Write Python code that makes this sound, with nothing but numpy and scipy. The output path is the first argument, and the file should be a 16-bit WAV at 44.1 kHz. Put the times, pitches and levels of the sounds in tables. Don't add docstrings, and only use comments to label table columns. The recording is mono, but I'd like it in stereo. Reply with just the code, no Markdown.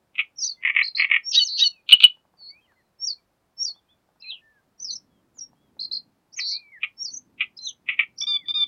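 import sys
import numpy as np
from scipy import signal
from scipy.fft import rfft, irfft
from scipy.io import wavfile
from scipy.ndimage import uniform_filter1d, minimum_filter1d, map_coordinates

SR = 44100
rng = np.random.default_rng(int(sys.argv[2]) if len(sys.argv) > 2 else 0)


def wav_out(sig):
    wavfile.write(sys.argv[1], SR, np.round(np.clip(np.atleast_2d(sig).T, -1, 1) * 32767).astype(np.int16))


N = 382347

# (time into the note [s], pitch [Hz], level [dB])
SWOOP = [(0, 5313, -69), (.016, 5408, -43), (.045, 5544, -25.5), (.067, 5588, -16.5), (.077, 7000, -50),
         (.089, 5627, -17), (.1, 4800, -21)]
SWOOP_END = [(0, 4930, -20), (.02, 4617, -24), (.04, 4380, -26), (.054, 4420, -29)]
TWIST = [(0, 5972, -34.5), (.011, 6310, -34), (.028, 5550, -20.5), (.042, 5710, -21), (.05, 6296, -19),
         (.058, 5900, -30), (.065, 6150, -22), (.076, 4930, -29.5)]
SLIDE = [(0, 5600, -28), (.02, 5250, -33.5), (.04, 4910, -30.5), (.054, 4400, -27), (.065, 4100, -22)]
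ARCH = [(0, 5266, -46), (.006, 5910, -35.5), (.018, 6120, -44), (0.032, 6000, -30.5), (.046, 6320, -39)]
DIP = [(0, 7345, -75), (.039, 6690, -53.5), (.053, 5660, -31), (.063, 4380, -68.5), (0.069, 5650, -32),
       (.085, 5640, -31), (0.127, 5510, -55)]
BUZZ = [(0, 4272, -28), (0.099, 4398, -25), (.147, 4337, -28), (.166, 4155, -32), (0.186, 4220, -57)]
DIVE = [(0, 7211, -59.5), (.008, 6663, -37.5), (.021, 6300, -24.5), (.036, 5780, -28), (.043, 5165, -20.5),
        (.051, 4200, -20.5)]
HOOK = [(0, 4800, -68), (.009, 4980, -46.5), (0.016, 5490, -44), (.022, 3800, -64)]
FLICK = [(0, 4480, -45.5), (.006, 4730, -46.5), (.012, 5480, -27.5), (.02, 5950, -31)]
DROP = [(0, 4060, -29), (.01, 4118, -50.5), (.045, 4120, -42), (0.075, 4097, -36), (.086, 3800, -27.5),
        (0.094, 3320, -37)]
UNDER = [(0, 2600, -69.5), (0.017, 2695, -54), (.036, 2640, -44), (.043, 2406, -44), (.11, 2700, -42)]
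WAVE = [(0, 6150, -47), (0.019, 5700, -43.5), (0.035, 6560, -41.5), (0.044, 5944, -28), (.057, 5760, -42.5),
        (.069, 6550, -33.5), (0.08, 6060, -27), (.093, 6030, -44.5)]
PURR = [(0, 4720, -69.5), (.025, 4570, -53), (.06, 4400, -41.5), (.1, 4350, -39), (.14, 4520, -39.5),
        (.159, 4780, -55)]
LEAD_IN = [(0, 5500, -57.5), (.012, 5650, -50), (.02, 6000, -44.5), (.028, 5750, -36.5)]
UNDERTONE = [(0, 3620, -60), (.015, 3738, -65), (.027, 3650, -50), (.036, 3590, -62)]
STUTTER = [(0, 4250, -29.5), (.035, 4200, -41), (.045, 4100, -46.5)]
SHIVER = [(0, 5700, -28.5), (0.023, 5246, -32)]
TRAIL = [(0, 3356, -33), (0.028, 3200, -39.5), (.05, 2870, -48.5), (.09, 2710, -65.5)]
# (time into the note [s], pitch [Hz], level [dB], treble lift [dB], roughness [0-1])
YELP = [(0, 1726, -28.5, 4.5, .9), (.012, 1861, -17, 0, .5), (.021, 1881, -14, 1, 0.02),
        (.03, 1927, -10, -1, .08), (0.038, 1955, -10, 2, .08), (.042, 1895, -12, -3.5, 0.2),
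        (.048, 1672, -19.5, 1, .8)]
BRAY = [(0, 1532, -25.5, -3.5, .5), (.009, 1506, -16, -7, .15), (.019, 1479, -14, -8, .06),
        (.032, 1448, -19.5, 4.5, .04), (.042, 1460, -26, 10.5, .04), (.05, 1422, -30.5, 15, .04),
        (.055, 1474, -38, 7, .04)]
KIP = [(0, 1145, -26, 2, .5), (.005, 1154, -22.5, 3, 0.26), (0.017, 1192, -26, 0.5, 0.058),
       (0.032, 1172, -19, -3.5, .05), (.035, 1172, -21.5, -3.5, .05)]
NASAL = [(0, 1123, -26.5, -3.5, 0.22), (.005, 1207, -25.5, 5.5, 0.074), (0.021, 1226, -21, 4, 0.019),
         (.042, 1209, -21.5, 4, 0.013), (.06, 1189, -25, 4, .025), (.097, 1181, -18.5, -2, 0.027),
         (0.109, 1141, -26, -8, 0.046)]
# (multiple, gain [dB])
YELP_TONE = [(1, -35.5), (2, -3), (3, -22), (5, -57.5)]
BRAY_TONE = [(1, -38.5), (2, 1), (3, 2.5), (4, -16.5), (5, -55), (6, -65)]
NASAL_TONE = [(1, -29.5), (2, -19.5), (3, 1), (4, -18), (5, -51), (6, -53), (7, -68), (8, -57.5),
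              (9, -60.5)]
# (time [s], level [dB], throat pitch [Hz])
CRACKS = [(1.921, -9, 3122), (2.034, -10, 3128)]


def undb(db):
    return 10 ** (np.asarray(db) / 20)


def level(x, db):
    return x * undb(db) / np.sqrt(np.mean(x ** 2) + 1e-20)


def add(out, s, x):
    i = int(s * SR)
    out[i:i + len(x)] += x[:len(out) - i]


def contour(rows, length=None):
    s, *columns = np.transpose(rows)
    t = np.arange(int((length or s[-1]) * SR)) / SR
    return [t] + [uniform_filter1d(np.interp(t, s, c), size=120, mode="nearest") for c in columns]


def fade(t, edge=0.0055):
    return np.sin(np.pi / 2 * np.clip(np.minimum(t, t[-1] - t) / edge, 0, 1)) ** 2


def wander(t, rate):
    knots = rng.standard_normal(4096)
    return map_coordinates(knots, [t * rate], order=3, mode="mirror")


def phase_of(hz):
    return 2 * np.pi * np.cumsum(hz) / SR


def colour(x, points, size=4096):
    hz, db = np.transpose(points)
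    bin_hz = np.arange(size // 2 + 1) * SR / size
    gain = undb(np.interp(np.log(bin_hz + 1), np.log(hz), db))
    cepstrum = irfft(np.log(gain))
    cepstrum[1:size // 2] *= 2
    cepstrum[size // 2 + 1:] = 0
    return signal.fftconvolve(x, irfft(np.exp(rfft(cepstrum))))[:len(x)]


def marsh_air(air_db=-71, lull_db=-78, side_db=-17):
    # (frequency [Hz], gain [dB])
    air_colour = [(15, -37.5), (25, -8), (55, -3), (178, -2), (281, -9), (359, -3.5), (433, -9),
                  (469, -5.5), (826, -6.5), (970, -8), (3090, -21), (5010, -22), (6380, -25.5),
                  (15500, -28)]
    rumble_colour = [(30, -22.5), (70, -8.5), (130, -2.5), (210, 1), (300, -1.5), (420, -11.5),
                     (700, -27.5), (1500, -50.5)]
    # (time of the top [s], half width [s], level [dB])
    swells = [(5.07, 0.33, -66), (5.5, .2, -66.5), (5.88, 0.34, -64.5), (7.3, 0.28, -63.5),
              (8.019, 0.39, -67.5), (8.579, 0.18, -61)]
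    t = np.arange(N) / SR
    air, side = (level(colour(rng.standard_normal(N), air_colour), air_db) for _ in range(2))
    swell_power = sum((undb(db) * np.exp(-((t - s) / width) ** 2)) ** 2 for s, width, db in swells)
    rumble = level(colour(rng.standard_normal(N), rumble_colour), 0)
    rumble *= np.sqrt(undb(lull_db) ** 2 + swell_power)
    return air * undb(0.2 * wander(t, 6)) + rumble + undb(side_db) * side * np.array([[1], [-1]])


def pulses(length, rate_hz, jitter, scatter_db):
    chance = rng.standard_normal((256, 2))
    times = np.cumsum(np.exp(jitter * chance[:, 0]) / rate_hz)
    times -= times[0]
    keep = times < length
    out = np.zeros(int(length * SR) + SR // 50)
    out[(times[keep] * SR).astype(int)] = undb(scatter_db * chance[keep, 1])
    return out


def slur(x, centre_hz, s_per_hz=9e-7):
    hz = np.arange(len(x) // 2 + 1) * SR / len(x)
    return irfft(rfft(x) * np.exp(1j * np.pi * s_per_hz * (hz - centre_hz) ** 2), len(x))


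def throat_bursts(packets, response, rate_hz, jitter, scatter_db, flutter_db, gain_db=0):
    out = np.zeros(N)
    lead = SR // 32
    usual_hz = np.mean([hz for *_, hz in packets])
    for s, length, db, throat_hz in packets:
        flutter = rng.standard_normal(lead) * np.linspace(0, 1, lead) * np.sqrt(rate_hz / SR)
        slaps = pulses(length, rate_hz, jitter, scatter_db)
        drive = slur(np.concatenate([undb(flutter_db) * flutter, slaps]), throat_hz)
        half = [(hz * throat_hz / usual_hz, gain / 2) for hz, gain in response]
        ring = colour(colour(drive, half)[::-1], half)[::-1]
        add(out, s + .001 - lead / SR, level(ring, db + gain_db) * np.sqrt(length * SR / len(ring)))
    return out


def rasps():
    # (frequency [Hz], gain [dB])
    rasp_colour = [(600, -64), (900, -42), (1200, -15.5), (1650, -31), (1900, -2.5), (2300, 6),
                   (2700, -1.5), (3200, -11.5), (3700, -25.5), (4400, -59.5), (7000, -74.5), (10500, -70),
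                   (14000, -89)]
    return throat_bursts(croak_packets() + tek_packets(), rasp_colour, rate_hz=470, jitter=.24,
                         scatter_db=0.6, flutter_db=-25.5, gain_db=-3)


def tek_packets(beat_s=.009, tick_s=.0035, packet_s=.0075, head_s=.014, tail_db=-11, fade_db_per_s=151):
    # (time [s], length [s], level [dB], throat pitch [Hz], tick against the head [dB])
    teks = [(0.154, .006, -36.5, 2560, -17), (0.191, .025, -12.5, 2490, -8), (6.39, .008, -23, 2328, -17),
            (6.832, .016, -15, 2453, -22), (7.407, .033, -13.5, 2497, -17.5),
            (7.888, .061, -14.5, 2395, -25), (7.992, .042, -9.5, 2372, -35)]
    packets = []
    for s, length, db, hz, tick_db in teks:
        packets.append((s - beat_s, tick_s, db + tick_db, hz))
        for t in np.arange(0, length, beat_s):
            spent = 1 - np.exp(-(t / head_s) ** 2)
            packets.append((s + t, packet_s, db + tail_db * spent - fade_db_per_s * t, hz))
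    return packets


def syrinx(shape, length, db, depth_hz=0, rate_hz=0, dip_db=0, rasp_db=1.08, jitter=.0015):
    t, hz, shape_db = contour(shape, length)
    swing = -np.cos(phase_of(rate_hz * (1 + .05 * wander(t, 90))))
    hz = hz * (1 + jitter * wander(t, 250)) + depth_hz * swing
    shape_db = shape_db + rasp_db * wander(t, 900) - dip_db * ((1 + swing) / 2) ** 2
    return undb(db + shape_db) * fade(t, edge=.004) * np.sin(phase_of(hz))


def whistles():
    # (time [s], shape, length [s], gain [dB])
    sweeps = [ (0.358, LEAD_IN, 0.046, -1), (0.384, SLIDE, 0.063, 0.5), (0.4, TWIST, .076, 0),
              (1.227, SWOOP, .1, -3), (1.433, DIVE, 0.047, -1.5), (2.984, SWOOP, .1, -2),
              (3.088, UNDERTONE, 0.034, -2.5), (3.564, SWOOP, 0.095, 0.5), (3.669, UNDERTONE, .032, 0),
              (4.196, HOOK, 0.025, -5), (4.222, DROP, 0.091, 1), (4.207, UNDER, 0.12, 1),
              (4.777, LEAD_IN, 0.021, -11), (4.792, FLICK, 0.01, -8), (4.797, ARCH, 0.042, 2.5),
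              (4.845, SLIDE, 0.068, -1.5), (4.905, ARCH, 0.038, 4.5), (5.341, DIP, .12, 1),
              (6.318, FLICK, 0.028, -18.5), (6.331, FLICK, 0.021, -10), (6.358, DIVE, 0.057, -4),
              (6.427, SWOOP, .1, -11.5), (6.963, SWOOP, .1, -5.5), (7.1, WAVE, .081, 1),
              (7.564, HOOK, 0.026, 8), (7.588, DROP, 0.094, 5), (7.615, WAVE, 0.085, -1.5),
              (8.16, LEAD_IN, 0.025, -11.5), (8.175, FLICK, 0.02, -0.5), (8.195, FLICK, 0.02, 6.5),
              (8.213, FLICK, .018, 7)]
    # (time [s], shape, length [s], gain [dB], depth [Hz], rate [Hz], dip [dB])
    trills = [(0.443, STUTTER, 0.052, -1, 347, 95, -2), (.474, SWOOP_END, .054, -0.5, 110, 44, 13),
              (1.481, BUZZ, 0.1, 1, 254.3, 200, 0.5), (2.369, PURR, 0.15, 1.5, 70, 172, 4),
              (3.082, SWOOP_END, .054, 1.5, 110, 38.6, 11), (3.661, SWOOP_END, 0.06, -2, 110, 38.5, 6),
              (4.313, TRAIL, 0.1, 5.5, 200, 95, 5), (4.842, SHIVER, 0.021, 2.5, 280, 230, 6),
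              (4.907, STUTTER, 0.036, -4.5, 343, 64, -8), (4.953, SHIVER, 0.019, 0, 282, 224, 2),
              (6.407, BUZZ, 0.17, 0.5, 260, 193, -2), (6.526, SWOOP_END, 0.059, -8, 110, 42.8, 5.5),
              (7.06, SWOOP_END, 0.051, -6.5, 110, 39.4, 11), (7.684, TRAIL, 0.034, -3.5, 220, 96, -5.5)]
    out = np.zeros(N)
    for s, *note in sweeps + trills:
        add(out, s, syrinx(*note))
    return out


def far_birds(edge_db=-8):
    # (time [s], length [s], start pitch [Hz], middle pitch [Hz], end pitch [Hz], level [dB])
    calls = [(0.431, 0.11, 1993, 2660, 2690, -71), (0.527, 0.048, 3510, 3540, 3380, -64),
             (0.565, 0.097, 2080, 2060, 2077, -57), (1.702, .12, 2850, 2590, 2396, -58),
             (2.492, 0.12, 2085, 2360, 2610, -55), (2.605, 0.072, 3000, 3170, 2540, -65),
             (2.667, .085, 2154, 1810, 1400, -64.5), (2.67, .25, 4350, 4200, 3900, -81.5),
             (2.754, 0.074, 2040, 1993, 1630, -65.5), (3.171, 0.037, 2433, 2350, 2260, -67),
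             (3.738, 0.07, 3010, 3570, 3120, -61), (3.88, 0.069, 2940, 3480, 3148, -61),
             (3.834, 0.18, 2293, 2510, 2060, -82), (4.408, 0.13, 1794, 1775, 1745, -58.5),
             (4.524, .09, 1757, 1674, 1506, -62), (5.094, .13, 3370, 3280, 3000, -76.5),
             (5.55, 0.16, 3100, 3360, 3050, -75.5), (6.505, 0.12, 2090, 2396, 2425, -47.5),
             (6.595, 0.14, 2470, 2300, 2270, -52), (6.71, 0.086, 2260, 1987, 1600, -43.5),
             (8.375, 0.092, 2320, 2147, 1700, -53)]
    out = np.zeros(N)
    for s, length, start_hz, middle_hz, end_hz, db in calls:
        t = np.arange(int(length * SR)) / SR
        along = 2 * t / length - 1
        hz = np.polyval(np.polyfit([-1, 0, 1], [start_hz, middle_hz, end_hz], 2), along)
        voice = np.sin(phase_of(hz * (1 + 0.006 * wander(t, 130))))
        add(out, s, undb(db + edge_db * along ** 2) * fade(t, edge=0.013) * voice)
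    return out


def croak_packets(beat_s=.012, tick_s=.0039, strong_s=.0072, weak_s=.0049, weak_db=-5, fade_db_per_s=31):
    # (time of the first full beat [s], level [dB], throat pitch [Hz])
    croaks = [(.65, -12.5, 2221), (.764, -9.5, 2273), (0.997, -11, 2288), (1.114, -9, 2288)]
    packets = []
    for s, db, hz in croaks:
        packets += [(s - .0044 - k * .0099, tick_s, db - 11 * k, hz) for k in (1, 2)]
        for k in range(5):
            length, accent_db = (weak_s, weak_db) if k % 2 else (strong_s, 0)
            packets.append((s + k * beat_s, length, db + accent_db - fade_db_per_s * k * beat_s, hz))
    return packets


def chitters(rate_hz=53.5, first_flick_s=.0172, sharpness=3.2, dip_db=11):
    # (time [s], level [dB])
    onsets = [(0.822, -23), (0.9459, -21), (5.7894, -24.5), (5.9096, -22)]
    # (time into it [s], base pitch [Hz], gain [dB], flick height [Hz])
    shape = [(0, 3364, -20.5, 1), (.006, 4164, -1.5, 370), (.013, 4015, -1, 999), (.028, 4250, 0.5, 960),
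             (.048, 4130, -3, 830), (.064, 4180, -0.5, 901), (.075, 4242, -12, 746.5),
             (.084, 4240, -11.5, 940)]
    out = np.zeros(N)
    for s, db in onsets:
        t, hz, shape_db, height = contour(shape)
        flick = np.abs(np.cos(np.pi * rate_hz * (t - first_flick_s))) ** sharpness
        hz = (hz + height * flick) * (1 + 0.0029 * wander(t, 380))
        add(out, s, undb(db + shape_db - dip_db * flick) * fade(t) * np.sin(phase_of(hz)))
    return out


def creaks():
    # (time of the peak [s], rise [s], fall [s], level [dB])
    peaks = [(1.354, 0.02, 0.012, -18.5), (1.602, .019, 0.019, -22)]
    # (frequency [Hz], gain [dB])
    creak_colour = [(710, -83.5), (1200, -46.5), (1690, -36), (2150, -51.5), (2360, -31.5), (2740, -6),
                    (3750, -8.5), (4480, 2.5), (5190, -11), (5540, -9.5), (6310, -11.5), (7320, -67),
                    (11000, -69.5), (14300, -101), (22000, -120)]
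    out = np.zeros(N)
    for s, rise, fall, db in peaks:
        slaps = pulses(2 * (rise + fall), rate_hz=1100, jitter=0.56, scatter_db=2)
        voice = level(colour(slaps, creak_colour), db)
        t = np.arange(len(voice)) / SR - 2 * rise
        add(out, s - 2 * rise, voice * np.exp(-(t / np.where(t < 0, rise, fall)) ** 2))
    return out


def reedy_notes(jitter=0.038, shimmer_db=5, flutter_db=0.5, treble_hz=4200):
    # (time [s], shape, harmonics, gain [dB], pitch factor, added treble lift [dB])
    notes = [(1.35, YELP, YELP_TONE, 4.5, 1.004, -5), (1.389, BRAY, BRAY_TONE, -2, 1.017, -1),
             (1.595, YELP, YELP_TONE, 3, 1.0, -11), (1.63, BRAY, BRAY_TONE, -4.5, 1.011, 3),
             (8.211, KIP, NASAL_TONE, -2.5, .99, 1), (8.266, NASAL, NASAL_TONE, 0.5, 0.99, 3.5),
             (8.454, KIP, NASAL_TONE, -20.5, 1.0, -3.5), (8.481, KIP, NASAL_TONE, 0.5, 1.01, 2),
             (8.538, NASAL, NASAL_TONE, 1.5, 1, -4.5)]
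    out = np.zeros(N)
    for s, shape, harmonics, db, pitch, lift_db in notes:
        t, hz, shape_db, bright_db, rough = contour(shape)
        phase = phase_of(hz * pitch * (1 + jitter * rough * wander(t, 1500)))
        tone = np.zeros(len(t))
        for k, harmonic_db in harmonics:
            in_treble = k * hz.mean() > treble_hz
            tone += undb(harmonic_db + in_treble * (bright_db + lift_db)) * np.sin(k * phase)
        shape_db = shape_db + shimmer_db * rough * wander(t, 650) + flutter_db * wander(t, 120.14)
        add(out, s, undb(db + shape_db) * fade(t) * tone)
    return out


def cracks():
    # (time from the main burst [s], length [s], gain [dB])
    pattern = [(-.0305, .0074, -10), (-.0155, .0032, -13.5), (-.0105, .004, -6.5), (0, .0105, -1)]
    # (frequency [Hz], gain [dB])
    crack_colour = [(600, -64), (1000, -31), (1400, -16.5), (1900, -33), (2400, 1), (2900, 4.5), (3600, -1),
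                    (4400, -8), (5000, -37), (7000, -45), (12000, -61)]
    packets = [(s + t, length, db + step_db, hz)
               for s, db, hz in CRACKS for t, length, step_db in pattern]
    return throat_bursts(packets, crack_colour, rate_hz=360, jitter=.23, scatter_db=-.5, flutter_db=-30)


def pips(delay_s=0.0054, boost_db=10):
    # (time into the tone [s], pitch [Hz], gain [dB])
    shape = [(0, 2839, 1.5), (.004, 2966, 0), (.0145, 2950, -1), (.016, 2840, -12.5)]
    out = np.zeros(N)
    t, hz, shape_db = contour(shape)
    tone = fade(t, edge=0.0016) * np.sin(phase_of(hz))
    for s, db, _ in CRACKS:
        add(out, s + delay_s, undb(db + boost_db + shape_db) * tone)
    return out


def taps(t60=0.023):
    # (time [s], peak level [dB])
    touches = [(2.171, -54.5), (2.252, -54), (2.339, -53.5), (2.411, -57), (2.72, -53.5), (3.697, -53.5),
               (3.76, -57), (4.089, -55.5), (4.16, -55.5), (4.328, -54.5), (5.372, -57), (5.531, -51.5),
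               (5.768, -51.5)]
    # (frequency [Hz], gain [dB])
    tap_colour = [(250, -30), (500, -1), (850, 4.5), (1100, -4.5), (1600, -9), (2500, -26.5), (8000, -36)]
    out = np.zeros(N)
    t = np.arange(SR // 16) / SR
    for s, db in touches:
        knock = colour(rng.standard_normal(len(t)) * np.exp(-np.log(1000) * t / t60), tap_colour)
        add(out, s, undb(db) * knock / np.abs(knock).max())
    return out


def reflection(x, lag_s, db):
    return undb(db) * np.pad(x, (int(lag_s * SR), 0))[:N]


def reed_bed(x, near_db, near_t60, far_db, far_t60, side_db=-24):
    t = np.arange(SR // 2) / SR
    arrival = np.clip((t - .004) / .003, 0, 1)
    spread = 0
    for db, t60 in ((near_db, near_t60), (far_db, far_t60)):
        tail = arrival * np.exp(-np.log(1000) * t / t60)
        spread = spread + undb(db) * tail / np.sqrt(np.sum(tail ** 2))
    mid, side = (signal.fftconvolve(x, spread * rng.standard_normal(len(t)))[:N] for _ in range(2))
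    return x + mid + undb(side_db) * side * np.array([[1], [-1]])


def scene():
    song = rasps() + cracks() + pips() + creaks() + reedy_notes() + whistles() + chitters()
    song = song + reflection(song, lag_s=.00312, db=-15)
    near = reed_bed(song, near_db=-12.5, near_t60=0.105, far_db=-32.5, far_t60=0.24)
    slap = reflection(song, lag_s=0.023, db=-33)
    far = reed_bed(far_birds() + taps(), near_db=-13.5, near_t60=0.124, far_db=-19.5, far_t60=0.47)
    return near + slap + far + marsh_air()


def record(dry, ceiling=1.4, top_hz=15800):
    needed = np.minimum(1, ceiling / (np.abs(dry).max(axis=0) + 1e-9))
    gain = uniform_filter1d(minimum_filter1d(needed, size=45), size=45)
    clipped = np.clip(dry * gain, -1, 1)
    return signal.sosfiltfilt(signal.ellip(8, .1, 60, top_hz, fs=SR, output="sos"), clipped)


dry = scene()
out = record(dry)
wav_out(out)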